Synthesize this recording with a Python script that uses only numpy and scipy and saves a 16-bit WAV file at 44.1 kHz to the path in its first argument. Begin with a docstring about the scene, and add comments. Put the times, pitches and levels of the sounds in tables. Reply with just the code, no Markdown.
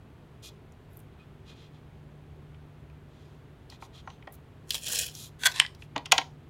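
"""In a small, quiet room with a cloth-covered table, paper tape is rubbed down on a metal tube.
A plastic dispenser is picked up; a strip is unstuck, peeled off the roll and torn until it snaps free.
The dispenser is then put back on the table with a clatter. Ventilation rumbles and hums throughout.
Glue, paper and skin are streams of tiny random clicks sent through resonances; knocks are single clicks
with a short chatter. The squeaks and the hum are sine tones, and the rumble is coloured noise."""
import sys
import numpy as np
from scipy import signal
from scipy.fft import rfft, irfft
from scipy.io import wavfile

SR = 44100
rng = np.random.default_rng(int(sys.argv[2]) if len(sys.argv) > 2 else 0)


def transcribe(u):
    """Save the signal u as a 16-bit wav file named by the first command-line argument.

    u: samples, shape (n,) or (channels, n), limited to [-1, 1]; the rate is SR.
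    q: integer samples, one column per channel.
    """
    v = np.clip(np.atleast_2d(u).T, -1, 1)
    q = np.round(v * 32767).astype(np.int16)
    wavfile.write(sys.argv[1], SR, q)


N = 286429
TIME = np.arange(N) / SR  # seconds

# pulls on the strip, first to unstick it, then to draw it out: fastest_s, length_s, level_db
PULLS = [(4.749, 0.13, -41), (4.958, 0.31, -33.5)]
PULL_EASE_DB = 22  # a pull starts and ends this far under its peak

# runs of paper fibres giving way on the teeth: start_s, length_s, level_db, swell_db, dull_above_hz
TEARS = [(5.388, 0.059, -42.5, 31.5, 14000), (5.433, 0.0071, -33.5, 2, 5000),
         (5.4503, 0.0029, -30.5, 1.5, 14000), (5.4545, 0.019, -19.5, 5.5, 11900),
         (5.515, 0.0099, -42, 0, 11000), (5.54, 0.052, -41.5, 5, 8040), (5.592, .007, -35.5, 8.5, 10000),
         (5.604, 0.024, -40.5, -12, 4200)]
TEAR_ATTACK_S, TEAR_RELEASE_S, TEAR_THIN_HZ = 0.00092, 0.0022, 650
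FLAP_FREE_S = 5.5  # the tear has run far enough to loosen the strip

# the strip snaps free and its ends flick:
# start_s, level_db, thin_below_hz, dull_above_hz, chatter_share (0 to 1), favoured_pitch_hz
SNAPS = [(5.5996, -10.5, 1100, 12900, 0.22, 2570), (5.621, -35.5, 600, 2980, .5, 1925),
         (5.6488, -33, 604, 3470, 0.23, 1840), (5.6638, -36.5, 2000, 5000, 0.17, 4450)]

# glue lets go and the strip crackles: start_s, level_db, thin_below_hz, favoured_pitch_hz
CRACKLES = [(0.721, -64, 6000, 6900), (0.933, -65, 11000, 11000), (0.971, -50, 12150, 12500),
            (0.992, -59, 11000, 11000), (1.001, -60, 10110, 9500), (3.700, -47.5, 3150, 4400),
            (4.324, -52, 11500, 12040), (4.693, -53, 6000, 7000), (4.7061, -23.5, 1810, 4100),
            (4.7205, -40, 2500, 4200), (4.7335, -47, 2000, 3500), (4.744, -28.5, 298, 3100),
            (4.7515, -30.5, 300, 3240), (4.868, -35.5, 1200, 7000), (5.151, -41, 4060, 6000),
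            (5.7485, -54.5, 1007, 4460)]
CRACKLE_REACH, CRACKLE_CHATTER = 3.8, 0.72  # high edge as a factor on the pitch; chatter share

# fingers and sleeve sliding over tape and plastic: start_s, length_s, level_db, centre_hz
RUBS = [(0.42, 0.082, -46.5, 5200), (0.88, 0.18, -72, 10900), (1.17, 0.088, -64.5, 1400),
        (1.45, 0.099, -55.5, 2800), (1.53, .17, -60, 2800), (1.71, 0.1, -68.5, 2650),
        (3.05, 0.37, -70, 3900), (3.69, 0.082, -56.5, 3500), (3.80, 0.074, -57.5, 5200),
        (3.925, 0.096, -54, 3050), (4.06, 0.12, -66, 3080), (4.32, 0.044, -57.5, 11300),
        (5.12, 0.18, -46, 6600), (5.78, 0.086, -65.5, 6100)]
RUB_SPREAD = 1.46  # the band of a rub reaches this factor to either side of its centre

# a fingertip sticks and slips on the tube or the dispenser: start_s, length_s, level_db, pitch_hz
SQUEAKS = [(1.188, .04, -58.5, 2520), (4.01, .19, -73, 6620), (4.06, .075, -66, 5980)]
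SQUEAK_SAG_PER_S = 0.33  # share of its first pitch that a squeak loses per second

# the dispenser comes down on the table, before the rocking steps below:
# start_s, level_db, thin_below_hz, dull_above_hz
LANDINGS = [(5.9612, -27.5, 450, 1593), (6.0572, -38.5, 2400, 6030), (6.1199, -12, 420, 11440),
            (6.1802, -19.5, 700, 4500)]
# every landing is a tick, the main hit and two rocking contacts:
# delay_s, added_level_db, band_factor, favoured_pitch_hz, chatter_share (0 to 1)
ROCKING = [(-.0047, -18, 0.74, 3670, 0.26), (0, 1, 1.05, 2834, 0.33), (.0018, -3.5, 1.1, 6440, 0.77),
           (.0042, -4, 0.54, 720, 0.67)]

# fingers and table touch the dispenser lightly: start_s, level_db, favoured_pitch_hz, dull_above_hz
TOUCHES = [(2.545, -58.5, 2570, 2400), (2.899, -60, 2520, 2900), (3.7233, -49.5, 830, 3000),
           (3.824, -40, 1080, 1400), (4.075, -37, 1090, 1120), (4.102, -51, 2790, 4900),
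           (4.225, -52, 2500, 1900), (4.273, -41, 574, 1080), (4.2742, -42.5, 1900, 1700),
           (5.822, -45, 2650, 3850), (5.979, -35, 730, 5550), (6.214, -37, 2400, 5000)]
TOUCH_THIN, TOUCH_CHATTER = 0.63, 0.38  # low edge as a share of the pitch; chatter share

# Resonances, all with the columns pitch_hz, width_hz, level_db (relative within the table).
# the strip between roll and fingers: pitch_hz, width_hz, level_db
STRIP = [(556, 120, -6), (1570, 190, -6.5), (1870, 160, -9), (2506, 136, 4.5), (2576, 265, 2),
         (3264, 310, 1), (4059.4, 330, -2), (5150, 340, -0.5), (5680, 340, -1), (6710, 880, -4.5),
         (8010, 1600, -6.5), (9800, 620, -7), (10750, 710, -5), (13560, 1800, -8), (15500, 1800, -12.5)]
# the roll in its housing: pitch_hz, width_hz, level_db
ROLL = [(495, 120, -1), (554, 112, 6.5), (690, 120, -7)]
# the strip pulled taut over the teeth: pitch_hz, width_hz, level_db
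TAUT = [(623, 320, -17.5), (830, 120, -11), (980, 46, -6.5), (1518, 67, 0.5), (1676, 92, -1),
        (1994, 130, -9), (2300, 140, -10.5), (2715, 130, -10.5), (3380, 230, -5.5), (4300, 650, -11.5),
        (6230, 780, -12), (7800, 1100, -13), (10400, 1400, -16), (14260, 1400, -17)]
# the loose flap, once the tear is under way: pitch_hz, width_hz, level_db
FLAP = [(1020, 120, -7.5), (1750, 140, -7), (1754, 150, 0), (2650, 160, -6.5), (3457.4, 310, -6.5),
        (4070, 400, -5.5), (5220, 1000, -13), (7360, 2100, -14.5), (11500, 3000, -18)]
# the short end left on the dispenser: pitch_hz, width_hz, level_db
STUB = [(890, 310, -13), (1694, 150, -6.5), (1980, 81, -4), (2430, 210, -9), (3040, 270, -2),
        (3454, 420, -4.5), (5200, 950, -13), (7700, 1300, -14), (8930, 990, -10.5), (12000, 3900, -28.5)]
# tape stuck on a hard surface, under a finger: pitch_hz, width_hz, level_db
STUCK_TAPE = [(1230, 190, -1), (2100, 160, -11), (2470, 60, -0.5), (2820, 150, -6), (3230, 180, 1),
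              (3550, 290, -1.5), (4030, 310, -3), (4950, 530, -6.5), (5550, 1200, -8.5), (7140, 650, -8),
              (8100, 790, -11), (10050, 1100, -9), (11000, 1300, -6), (14600, 3200, -10.5)]
# the plastic shell, damped by the hand and the cloth: pitch_hz, width_hz, level_db
SHELL = [(286, 37, -2.5), (448, 154, -4), (545, 210, -7.5), (763, 65, 2), (927, 120, -0.5), (1090, 36, 0.5),
         (1340, 94, -5), (1670, 180, -6), (1918, 100, -0.5), (2250, 190, 0), (2465, 170, -3),
         (2673, 76, -2), (2940, 92, -11), (3243, 110, 2.5), (3270, 430, -2), (3870, 130, -1.5),
         (4076, 120, -6.5), (5410, 640, -8.5), (5630, 180, -6), (7000, 500, -5.5), (7430, 800, -11),
         (8800, 740, -11), (10230, 1700, -12), (14430, 3500, -21.5)]

# tone of the echoes and of the room tail: frequency_hz, gain_db
ROOM_COLOUR = [(150, -4), (400, 9), (750, 7), (1500, 2), (3400, 0.5), (5000, 2), (9000, -9.5),
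               (16000, -0.5)]
# time for the room tail to fall by 60 dB: frequency_hz, decay_s
ROOM_T60 = [(200, 0.29), (1000, 0.21), (3000, 0.16), (6000, 0.23), (14000, 0.27)]
# shape of the air rumble: frequency_hz, relative_level_db (per Hz)
AIR = [(12, -77.5), (20, -23.5), (65, -4), (120, -4.5), (154, -6.5), (177, -13.5), (248, -12.5),
       (319, -16.5), (388, -14), (558, -23), (624, -21.5), (780, -24), (3340, -36.5), (5380, -48),
       (16000, -54.5)]
RUMBLE_DB = -51.5
# strength of the fan hum, before each of its two tones is set: time_s, level_db
HUM = [(0, -60), (1.2, -58.5), (1.8, -54.5), (2.5, -52), (3.1, -54.5), (3.7, -59), (4.8, -58.1), (5.6, -55),
       (6.49, -55)]
HUM_HZ = 74.3
CUTOFF_HZ = 15900


def pulling():
    """Level of the peel in dB: every pull speeds up and slows down in one arch."""
    arches = [level_db - PULL_EASE_DB * (2 * (TIME - fastest_s) / length_s) ** 2
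              for fastest_s, length_s, level_db in PULLS]
    return np.maximum(np.max(arches, axis=0), -120)


def peel(per_s=14000, spread_db=5.5, flutter_db=-2.5, wander_db=3.5, wander_rate=80,
         pops_per_s=450, pops_db=3.0, pops_hz=4500, roll_db=-12.5, roll_lag_s=0.021):
    """Threads of glue break, more densely as the pull quickens, and shake the strip and the roll."""
    level_db = pulling()
    effort = from_db(level_db)
    speed = from_db((level_db - level_db.max()) / 2)  # 1 at the fastest moment
    # denser breaks would also be louder; dividing by the root of the speed undoes that
    breaks = grains(per_s * speed, spread_db, N) / np.sqrt(speed) * np.sqrt(speed.mean())
    pull = breaks * effort * from_db(flutter_db * drift(250))

    # as the peel line moves, groups of resonances swell and fade on their own
    power = np.array([width_hz * from_db(2 * db) for _, width_hz, db in STRIP])
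    strip = np.zeros(N)
    for group in np.array_split(np.arange(len(STRIP)), 5):
        share = np.sqrt(power[group].sum() / power.sum())
        ringing = signal.oaconvolve(pull, body([STRIP[k] for k in group]))[:N]
        strip += share * ringing * from_db(wander_db * drift(wander_rate))

    # thicker threads give single bright pops
    pops = grains(pops_per_s, 2.0, N) * effort
    pops = cut(cut(pops, pops_hz, "high"), 9000, "low")

    # the roll spins up a little after the pull and drones in its housing
    spin = np.interp(TIME - roll_lag_s, TIME, effort * speed ** 4)
    drone = rms_one(signal.oaconvolve(breaks, body(ROLL))[:N]) * spin
    return strip + from_db(pops_db) * pops + from_db(roll_db) * drone


def tear(catch_db=4.0, bundles_per_s=450, bundles_db=0.0):
    """Single fibres and whole bundles part in quick runs and ring the taut strip, then the loose flap."""
    single = grains(per_s=6500, spread_db=2.0, size=N) * from_db(catch_db * drift(400))
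    bundles = from_db(bundles_db) * grains(bundles_per_s, 0.5, N)
    fibres = runs(TEARS, single + bundles)
    loose = TIME > FLAP_FREE_S
    taut_sound = signal.oaconvolve(fibres * ~loose, body(TAUT))
    flap_sound = signal.oaconvolve(fibres * loose, body(FLAP))
    return (taut_sound + flap_sound)[:N]


def runs(events, texture):
    """Each run starts at once, grows or fades as the tension changes and stops short."""
    out = np.zeros(N)
    for start_s, length_s, level_db, swell_db, dull_hz in events:
        piece = stretch(texture, start_s, length_s, TEAR_THIN_HZ, dull_hz)
        t = np.arange(len(piece)) / SR
        gate = np.clip(np.minimum(t / TEAR_ATTACK_S, (length_s - t) / TEAR_RELEASE_S), 0, 1)
        run = rms_one(piece * gate * from_db(swell_db * t / length_s))
        add(out, start_s, from_db(level_db) * run)
    return out


def snap():
    """The strip snaps free: sharp contacts ring the short end left on the dispenser."""
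    return strike(SNAPS, STUB, chatter_s=0.0028, favour_db=10.5, crack_db=-27.5)


def crackle():
    """Glue breaks and rings the strip: the higher the pitch, the further the treble reaches."""
    events = [(start_s, level_db, thin_hz, CRACKLE_REACH * pitch_hz, CRACKLE_CHATTER, pitch_hz)
              for start_s, level_db, thin_hz, pitch_hz in CRACKLES]
    return strike(events, STRIP, chatter_s=0.003, favour_db=11.0, crack_db=-5.5)


def rubbing(catch_db=0.3):
    """Skin and cloth catch and slip on a fine rough surface."""
    slips = grains(per_s=8200, spread_db=3.5, size=N) * from_db(catch_db * drift(300))
    return strokes(RUBS, signal.oaconvolve(slips, body(STUCK_TAPE))[:N])


def strokes(events, texture):
    """Each stroke swells and fades in a band around its centre."""
    out = np.zeros(N)
    for start_s, length_s, level_db, centre_hz in events:
        piece = stretch(texture, start_s, length_s, centre_hz / RUB_SPREAD, centre_hz * RUB_SPREAD)
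        swell = np.sin(np.linspace(0, np.pi, len(piece)))
        add(out, start_s, from_db(level_db) * piece * swell)
    return out


def squeak(jitter=0.0069):
    """Short, unsteady stick-slip tones that sag as the finger slows."""
    out, unsteady = np.zeros(N), 1 + jitter * drift(400)
    for start_s, length_s, level_db, pitch_hz in SQUEAKS:
        t = np.arange(int(length_s * SR)) / SR
        pitch = pitch_hz * (1 - SQUEAK_SAG_PER_S * t) * unsteady[int(start_s * SR):][:len(t)]
        tone = np.sin(2 * np.pi * np.cumsum(pitch) / SR)
        add(out, start_s, from_db(level_db) * np.sin(np.pi * t / length_s) * tone)
    return out


def knocking():
    """Light touches and landings make the plastic shell of the dispenser ring."""
    return strike(touches() + landings(), SHELL, chatter_s=0.0022, favour_db=6.5, crack_db=-1.5)


def landings():
    """The contacts of the dispenser as it rocks onto its feet at each landing."""
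    return [(start_s + delay_s, level_db + step_db, band * thin_hz, band * dull_hz, share, pitch_hz)
            for start_s, level_db, thin_hz, dull_hz in LANDINGS
            for delay_s, step_db, band, pitch_hz, share in ROCKING]


def touches():
    """Light contacts: the higher the pitch, the thinner the sound."""
    return [(start_s, level_db, TOUCH_THIN * pitch_hz, dull_hz, TOUCH_CHATTER, pitch_hz)
            for start_s, level_db, pitch_hz, dull_hz in TOUCHES]


def strike(events, modes, chatter_s, favour_db, crack_db, crack_hz=7000, size=4096):
    """Each contact sends a click and a brief chatter into a body; its level is set over the first 5 ms."""
    out, response, t = np.zeros(N), body(modes), np.arange(size) / SR
    for start_s, level_db, low_hz, high_hz, share, pitch_hz in events:
        share = np.clip(share, 0, 1)
        chatter = unit_energy(rng.standard_normal(size) * np.exp(-t / chatter_s))
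        force = np.sqrt(share) * chatter
        force[0] = np.sqrt(1 - share)  # the click
        # the contact itself adds a dry crack to the ringing
        crack = from_db(crack_db) * cut(force, crack_hz, "low")
        hit = signal.fftconvolve(force, response)[:size] + crack
        hit = cut(cut(hit, low_hz, "high"), high_hz, "low")
        # the place of contact favours the resonances around one pitch
        peak_filter = signal.iirpeak(min(pitch_hz, 0.45 * SR), 5.0, fs=SR)
        hit = hit + from_db(favour_db) * signal.lfilter(*peak_filter, hit)
        add(out, start_s, from_db(level_db) * hit / np.std(hit[:SR // 200]))
    return out


def reflections(x, first_echo_s=0.0063, fade_s=0.011, per_s=1200, dull_hz=4500, size=6000):
    """Sparse, dull echoes from the table, the tube and the people at it."""
    t = np.arange(size) / SR
    echoes = grains(per_s, 0.98, size) * np.exp(-t / fade_s) * (t > first_echo_s)
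    echoes = cut(unit_energy(echoes), dull_hz, "low")
    return signal.oaconvolve(x, colour(echoes, ROOM_COLOUR)[:size - 500])[:N]


def room(x, first_echo_s=0.012, size=26000):
    """A diffuse tail of noise that dies away at its own speed in each of eight bands."""
    t, edges = np.arange(size) / SR, np.geomspace(100, 18000, 9)
    tail = np.zeros(size)
    for low_hz, high_hz in zip(edges, edges[1:]):
        decay_s = at_hz(ROOM_T60, np.sqrt(low_hz * high_hz))
        tail += cut(rng.standard_normal(size), [low_hz, high_hz], "band") * from_db(-60 * t / decay_s)
    tail = unit_energy(tail * (t > first_echo_s))
    return signal.fftconvolve(x, colour(tail, ROOM_COLOUR)[:size - 500])[:N]


def ventilation(octave_db=2.0, fundamental_db=-2.5, fundamental_follows=2.8):
    """Steady air rumble and a wavering fan hum; its lower tone comes out when the hum is strong."""
    hum_db, = in_time(HUM)
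    phase = 2 * np.pi * HUM_HZ * TIME + 0.25 * drift(2)
    strongest_db = hum_db.max()
    low_db = fundamental_db + strongest_db + fundamental_follows * (hum_db - strongest_db)
    low = from_db(low_db) * np.sin(phase)
    octave = from_db(octave_db + hum_db) * np.sin(2 * phase)
    rumble = from_db(RUMBLE_DB) * rms_one(colour(rng.standard_normal(N), AIR))
    return rumble + low + octave


def grains(per_s, spread_db, size):
    """Tiny ruptures at random moments, most small and a few large; rms 1."""
    sizes = from_db(spread_db * np.minimum(rng.exponential(1, size), 4)) * rng.choice([-1, 1], size)
    return rms_one(sizes * (rng.random(size) < per_s / SR))


def body(modes, size=4096):
    """Impulse response of resonances side by side with alternating signs; a wider one dies sooner."""
    t = np.arange(size) / SR
    response = np.zeros(size)
    for k, (pitch_hz, width_hz, level_db) in enumerate(modes):
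        ring = np.exp(-np.pi * width_hz * t) * np.cos(2 * np.pi * pitch_hz * t)
        response += (-1) ** k * from_db(level_db) * width_hz * ring
    return unit_energy(response)


def stretch(texture, start_s, length_s, low_hz, high_hz):
    """A piece of a texture, limited to a band; rms 1."""
    at = int(start_s * SR)
    piece = texture[at:at + int(length_s * SR)]
    return rms_one(cut(cut(piece, low_hz, "high"), high_hz, "low"))


def drift(rate):
    """Slow random wandering with this many turning points per second at most; rms 1."""
    knots = rng.standard_normal(4000)
    return rms_one(np.interp(TIME * rate, np.arange(len(knots)), knots))


def colour(x, spectrum):
    """Give a sound a smooth spectrum."""
    gain = from_db(at_hz(spectrum, np.fft.rfftfreq(len(x), 1 / SR)))
    return irfft(rfft(x) * gain, len(x))


def cut(x, hz, kind, order=2):
    """Butterworth filter: keeps the highs, the lows or a band."""
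    sections = signal.butter(order, np.clip(hz, 10, 0.45 * SR), kind, fs=SR, output="sos")
    return signal.sosfilt(sections, x)


def at_hz(points, hz):
    """Read a table on a log-frequency axis."""
    known, values = np.transpose(points)
    return np.interp(np.log(hz + 1e-9), np.log(known), values)


def in_time(rows):
    """Each column of a curve at every sample."""
    time_s, *columns = np.transpose(rows)
    return [np.interp(TIME, time_s, column) for column in columns]


def add(out, start_s, sound):
    """Mix a sound in at a given time."""
    at = int(start_s * SR)
    out[at:at + len(sound)] += sound[:N - at]


def from_db(db):
    """Decibels to gain."""
    return 10 ** (np.asarray(db) / 20)


def rms_one(x):
    """Scale to rms 1."""
    return x / np.sqrt(np.mean(x ** 2) + 1e-20)


def unit_energy(x):
    """Scale to a sum of squares of 1."""
    return x / np.sqrt(np.sum(x ** 2) + 1e-20)


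def scene(tape_near_db=-11.5, snap_near_db=-25.0, knock_near_db=-14.5, tape_room_db=-16.0, hit_room_db=-17.0):
    """Tape and dispenser near the microphone, with close echoes, the room tail and the ventilation."""
    tape = peel() + tear() + rubbing() + squeak() + crackle()
    snaps = snap()
    knocks = knocking()
    to_echoes = from_db(tape_near_db) * tape + from_db(snap_near_db) * snaps + from_db(knock_near_db) * knocks
    to_room = from_db(tape_room_db) * tape + from_db(hit_room_db) * (snaps + knocks)
    direct = tape + snaps + knocks
    return (direct + reflections(to_echoes) + room(to_room) + ventilation())[None]


def record(dry):
    """Peaks beyond full scale are clipped, then the top of the treble is cut steeply."""
    top_cut = signal.ellip(10, 0.1, 70, CUTOFF_HZ, fs=SR, output="sos")
    return signal.sosfilt(top_cut, np.clip(dry, -1, 1))


dry = scene()
out = record(dry)
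transcribe(out)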